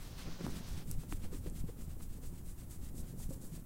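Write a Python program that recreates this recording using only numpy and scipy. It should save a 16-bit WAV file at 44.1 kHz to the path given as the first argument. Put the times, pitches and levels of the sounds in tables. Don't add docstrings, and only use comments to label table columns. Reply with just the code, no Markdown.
import sys
import numpy as np
from scipy import signal
from scipy.fft import rfft, irfft
from scipy.io import wavfile
from scipy.ndimage import uniform_filter1d

SR = 44100
rng = np.random.default_rng(int(sys.argv[2]) if len(sys.argv) > 2 else 0)


def file_out(sig):
    cols = np.atleast_2d(sig).T
    lim = np.clip(cols, -1, 1)
    pcm = np.round(lim * 32767).astype(np.int16)
    wavfile.write(sys.argv[1], SR, pcm)


N = 160965


# time in seconds, level in dB.
PURR_LEVEL = [(0, -52), (.2, -46.5), (.37, -51), (.5, -43.5), (.62, -51), (.72, -49), (.95, -46),
              (1.07, -51.5), (1.4, -45.5), (1.6, -50), (1.75, -53), (1.95, -50), (2.4, -52.5), (2.7, -50.5),
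              (2.92, -52), (3.05, -48.5), (3.27, -52.5), (3.42, -49), (3.65, -55)]
# frequency in Hz, relative level in dB per Hz.
THROAT_SPECTRUM = [(30, -4.5), (70, -1.5), (95, -9.5), (120, 4), (145, -6.5), (172, 1.5), (200, -9),
                   (238, -5), (290, -14), (340, -14.5), (420, -20), (530, -20.5), (700, -31), (2000, -64)]
PURR_HZ, PURR_JITTER = 26.73, 0.1
PURR_SCATTER_DB = 3
PUFF_S, PUFF_HOLD = 0.014, 0.79
PURR_SWELL_HZ, PURR_SWELL_DB = 7.1, 1.9

# middle in seconds, level of the fur's hiss in dB, level of the duller skin friction in dB.
STROKES = [(.01, -63, -63.5), (.08, -66, -68), (.205, -60.5, -57), (.335, -72, -60.5), (0.46, -58, -59),
           (.53, -67, -71), (0.575, -59.5, -57.5), (.695, -58, -63), (.79, -63, -62), (0.904, -55.5, -63),
           (1.012, -61.5, -65), (1.124, -54.5, -61), (1.236, -62, -64.5), (1.355, -57.5, -65.5),
           (1.464, -62, -65.5), (1.58, -56.5, -63), (1.695, -65, -71.5), (1.813, -61, -72.5),
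           (1.909, -64.5, -67.5), (2.024, -61.5, -72), (2.132, -62, -67.5), (2.256, -59.5, -71),
           (2.368, -61.5, -68), (2.487, -58.5, -68.5), (2.608, -63, -69), (2.729, -57.5, -68.5),
           (2.851, -60, -66.5), (2.98, -57, -69.5), (3.087, -60, -67.5), (3.217, -55.5, -68),
           (3.322, -57, -71), (3.447, -57, -76), (3.558, -59.5, -66.5)]
# frequency in Hz, relative level in dB per Hz.
FUR_SPECTRUM = [(1500, -53), (3500, -13), (5500, -9), (8000, -0.5), (11000, -4.5), (15500, -10)]
# frequency in Hz, relative level in dB per Hz.
SKIN_SPECTRUM = [(150, -33), (400, -6.5), (1000, 7.5), (2000, 7), (3800, 6), (6000, 2.5), (9000, -24),
                 (15000, -18)]
STROKE_RISE_S, STROKE_FALL_S = 0.036, 0.043
FUR_GRAIN = 0.31
SNAG_HZ, SNAG_DB = 29.2, 2

# frequency in Hz, relative level in dB per Hz.
BRUSH_SPECTRUM = [(100, -11), (300, 4.5), (650, 4.5), (1130, 1), (2200, -3), (3800, -1), (6000, -1.5),
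                  (8500, -15), (15000, -42)]
BRUSH_START_S, BRUSH_END_S = -0.3, 0.855
BRUSH_ATTACK_S, BRUSH_RELEASE_S, BRUSH_DB = 0.47, 0.06, -58
BRUSH_WAVER_HZ, BRUSH_WAVER_DB = 12.7, 1.6

# middle in seconds, half length in seconds, level in dB.
SCRAPES = [(0.274, 0.027, -53.5), (0.407, 0.016, -53.5), (0.453, 0.012, -48.5), (0.481, 0.013, -55),
           (0.816, 0.011, -63.5), (1.03, 0.01, -62.5), (1.24, 0.036, -60), (1.341, 0.024, -55),
           (1.467, 0.0078, -55), (1.691, 0.013, -59.5), (1.806, 0.034, -61), (2.005, 0.0081, -59.5),
           (2.239, 0.014, -59), (3.048, 0.027, -64.5), (3.336, 0.029, -64.5), (3.435, 0.046, -67.5)]
# frequency in Hz, relative level in dB per Hz.
SCRAPE_SPECTRUM = [(100, -25), (300, 6.5), (440, 4.5), (530, 6), (640, -11.5), (1100, -4.5), (1800, -9),
                   (3000, -13), (5000, -15), (12000, -33)]
SCRAPE_TICKS_PER_S, SCRAPE_SCATTER_DB = 830, -1

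# start in seconds, peak of the ring in dB, pitch in Hz, rise in seconds, decay in seconds,
# share of scuff from 0 to 1.
BUMPS = [(0.268, -43.5, 310, 0.00075, 0.012, 0.5), (.27, -39, 164, 0.0023, 0.025, .15),
         (0.409, -33.5, 290, 0.00061, 0.0024, 0), (.414, -44, 292, 0.0012, 0.0091, 0.45),
         (0.443, -42, 178, 0.0022, .016, .1), (.466, -33, 296, 0.0021, 0.0033, 0.07),
         (0.477, -38, 210, 0.00083, .009, 0.4), (0.52, -43, 119, .003, .018, 0),
         (.776, -37, 159, .001, 0.0094, 0.1), (.815, -55, 376, .002, 0.0072, 0.7),
         (.878, -47, 175, 0.0024, 0.015, 0.4), (.975, -40.5, 150, 0.0039, .022, 0),
         (1.032, -47, 460, .0018, 0.0033, 0.4), (1.119, -39, 200, .001, 0.005, 0.05),
         (1.1259, -36.5, 291, .001, 0.007, 0.02), (1.239, -39.5, 198, .001, 0.0054, 0.35),
         (1.248, -50.5, 474, .003, .008, 0.58), (1.329, -43.5, 320, .0016, 0.0038, 0.26),
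         (1.344, -39.5, 283, 0.0041, 0.0055, 0), (1.461, -35, 354, .001, 0.0032, .15),
         (1.472, -48, 493, .002, 0.0049, 0.37), (1.554, -50, 149, 0.0058, 0.027, 0.45),
         (1.6395, -31.5, 164, 0.00075, .008, 0.08), (1.688, -45.5, 406, 0.0017, 0.0048, 0.3),
         (1.695, -44.5, 480, 0.0015, 0.0033, 0.2), (1.788, -52, 222.6, 0.0018, 0.021, 0.5),
         (1.875, -42, 133, 0.002, 0.0063, 0.64), (2.239, -50.5, 164, 0.0027, 0.019, .3),
         (3.291, -34.5, 155, .002, 0.0036, 0.07), (3.3062, -39, 265, 0.0011, 0.0053, 0.08),
         (3.307, -46, 536, 0.0013, 0.018, 0.21), (3.435, -45.5, 249, 0.0055, 0.013, 0.47),
         (3.52, -40.5, 155.3, 0.0031, 0.021, 0.12)]
SCUFF_WIDTH_RATIO, SCUFF_CENTRE_RATIO = 1, 0.77

# start in seconds, peak in dB, centre in Hz, bandwidth in Hz.
CLICKS = [(.445, -54, 1160, 250), (.4655, -34, 880, 600), (.466, -39, 8500, 7000), (0.477, -46, 1130, 350),
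          (.494, -45, 950, 600), (.9135, -23, 11000, 5540), (.9137, -39.5, 5840, 900),
          (1.1247, -33.5, 980, 960), (1.1249, -37.5, 2820, 1900), (1.4995, -40, 7950, 3000),
          (2.008, -47.5, 900, 706), (2.009, -55, 1900, 1200), (3.2, -51.5, 800, 300),
          (3.307, -53, 900, 700)]

# middle in seconds, half length in seconds, level in dB.
LURCHES = [(0.293, 0.027, -47), (0.508, 0.034, -42), (0.732, 0.039, -39), (0.958, 0.043, -36),
           (1.167, 0.044, -33), (1.256, 0.019, -40.5), (1.387, 0.064, -39), (1.47, 0.031, -49),
           (1.625, 0.037, -38), (1.885, 0.073, -42), (2.06, 0.058, -41.5), (2.28, 0.036, -38),
           (2.51, 0.078, -49.5), (2.59, 0.015, -42), (2.825, 0.025, -44), (3.023, 0.034, -40),
           (3.254, 0.03, -40)]
# frequency in Hz, relative level in dB per Hz.
RUMBLE_SPECTRUM = [(6, 1), (14, -7.5), (22, -0.5), (35, -8), (55, -14.5), (85, -11), (130, -30.5),
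                   (300, -62), (1000, -99)]
HANDLING_DB = -48

# frequency in Hz, relative level in dB per Hz.
ROOM_SPECTRUM = [(30, 28), (120, 27), (300, 26), (530, 7.5), (700, 13), (1100, 9), (2000, 1), (4500, -5.5),
                 (8000, 3.5), (15500, 6)]
ROOM_DB = -58.5

# frequency in Hz, relative level in dB per Hz.
SIDE_SPECTRUM = [(100, -18), (300, 0), (600, -4.5), (1100, 8.5), (2500, 19), (4500, 22.5), (8000, -5),
                 (12000, -2.5), (15000, 12)]
SIDE_DB = -23
TOP_HZ = 15800


def purr(t):
    chance = rng.standard_normal(size=(200, 2))
    opens = np.cumsum(np.exp(PURR_JITTER * chance[:, 0])) / PURR_HZ
    opens -= opens[0]
    cycle = np.searchsorted(opens, t, side="right") - 1
    strength = undb(PURR_SCATTER_DB * chance[cycle, 1])
    puffs = np.exp(-(t - opens[cycle]) / PUFF_S) * strength
    surge = undb(PURR_SWELL_DB * waver(PURR_SWELL_HZ))
    breath = (puffs + PUFF_HOLD) * surge * rng.standard_normal(N)
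    return colour(breath, THROAT_SPECTRUM) * curve(PURR_LEVEL, t)


def rubbing(t):
    fur, skin = np.zeros(N), np.zeros(N)
    for middle, fur_db, skin_db in STROKES:
        length = np.where(t < middle, STROKE_RISE_S, STROKE_FALL_S)
        speed = np.exp(-((t - middle) / length) ** 2)
        fur += undb(fur_db) * speed
        skin += undb(skin_db) * speed
    hairs = rng.standard_normal(N) * np.exp(FUR_GRAIN * rng.standard_normal(N))
    snags = undb(SNAG_DB * waver(SNAG_HZ))
    return (fur * colour(hairs, FUR_SPECTRUM) + skin * noise(SKIN_SPECTRUM)) * snags


def brush(t):
    build = np.clip((t - BRUSH_START_S) / BRUSH_ATTACK_S, 0, 1)
    stop = np.clip((BRUSH_END_S - t) / BRUSH_RELEASE_S, 0, 1)
    level = undb(BRUSH_DB + BRUSH_WAVER_DB * waver(BRUSH_WAVER_HZ))
    return level * build * stop * noise(BRUSH_SPECTRUM)


def scrapes(t):
    ticks = rng.random(N) < SCRAPE_TICKS_PER_S / SR
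    direction = np.sign(rng.standard_normal(N))
    slips = ticks * direction * undb(SCRAPE_SCATTER_DB * rng.standard_normal(N))
    return swells(SCRAPES, t) * colour(slips, SCRAPE_SPECTRUM)


def bumps(t):
    out = np.zeros(N)
    for start, db, hz, rise, decay, rough in BUMPS:
        age = np.maximum(t - start, 0)
        scuff = unit(band(rng.standard_normal(N), hz * SCUFF_CENTRE_RATIO, hz * SCUFF_WIDTH_RATIO))
        shape = (1 - np.exp(-age / rise)) * np.exp(-age / decay)
        ring = np.sin(2 * np.pi * hz * age)
        out += undb(db) * shape / shape.max() * (ring + rough * scuff)
    return out


def clicks():
    out = np.zeros(N)
    for start, db, hz, width_hz in CLICKS:
        ring = band(signal.unit_impulse(SR // 20), hz, width_hz)
        at = int(start * SR)
        out[at:at + len(ring)] += undb(db) * ring / np.abs(ring).max()
    return out


def handling(t):
    shake = undb(HANDLING_DB) + swells(LURCHES, t)
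    return shake * noise(RUMBLE_SPECTRUM)


def room():
    return undb(ROOM_DB) * noise(ROOM_SPECTRUM)


def swells(rows, t):
    return sum(undb(db) * np.exp(-((t - middle) / half) ** 2) for middle, half, db in rows)


def waver(rate_hz):
    return noise([(rate_hz / 4, 0), (rate_hz, -4), (rate_hz * 3, -40), (rate_hz * 10, -100)])


def noise(points):
    return colour(rng.standard_normal(N), points)


def colour(x, points):
    hz, db = np.array(points).T
    f = np.maximum(np.arange(N // 2 + 1) * SR / N, 1)
    gain = undb(np.interp(np.log(f), np.log(hz), db))
    return unit(irfft(rfft(x) * gain, N))


def band(x, hz, width_hz):
    low = np.hypot(hz, width_hz / 2) - width_hz / 2
    top = min(low + width_hz, SR * 0.47)
    return signal.sosfilt(signal.butter(2, [low, top], "band", fs=SR, output="sos"), x)


def curve(rows, t):
    return undb(np.interp(t, *np.array(rows).T))


def unit(x):
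    return x / np.sqrt(np.mean(x ** 2))


def undb(db):
    return 10 ** (np.asarray(db) / 20)


def scene():
    t = np.arange(N) / SR
    rustle = rubbing(t) + brush(t) + scrapes(t)
    mid = purr(t) + rustle + bumps(t) + clicks() + handling(t) + room()
    loudness = np.sqrt(np.abs(uniform_filter1d(rustle ** 2, size=1000)))
    side = undb(SIDE_DB) * loudness * noise(SIDE_SPECTRUM)
    return np.array([mid + side, mid - side])


def record(dry):
    return signal.sosfilt(signal.ellip(10, 0.2, 70, TOP_HZ, fs=SR, output="sos"), dry)


dry = scene()
out = record(dry)
file_out(out)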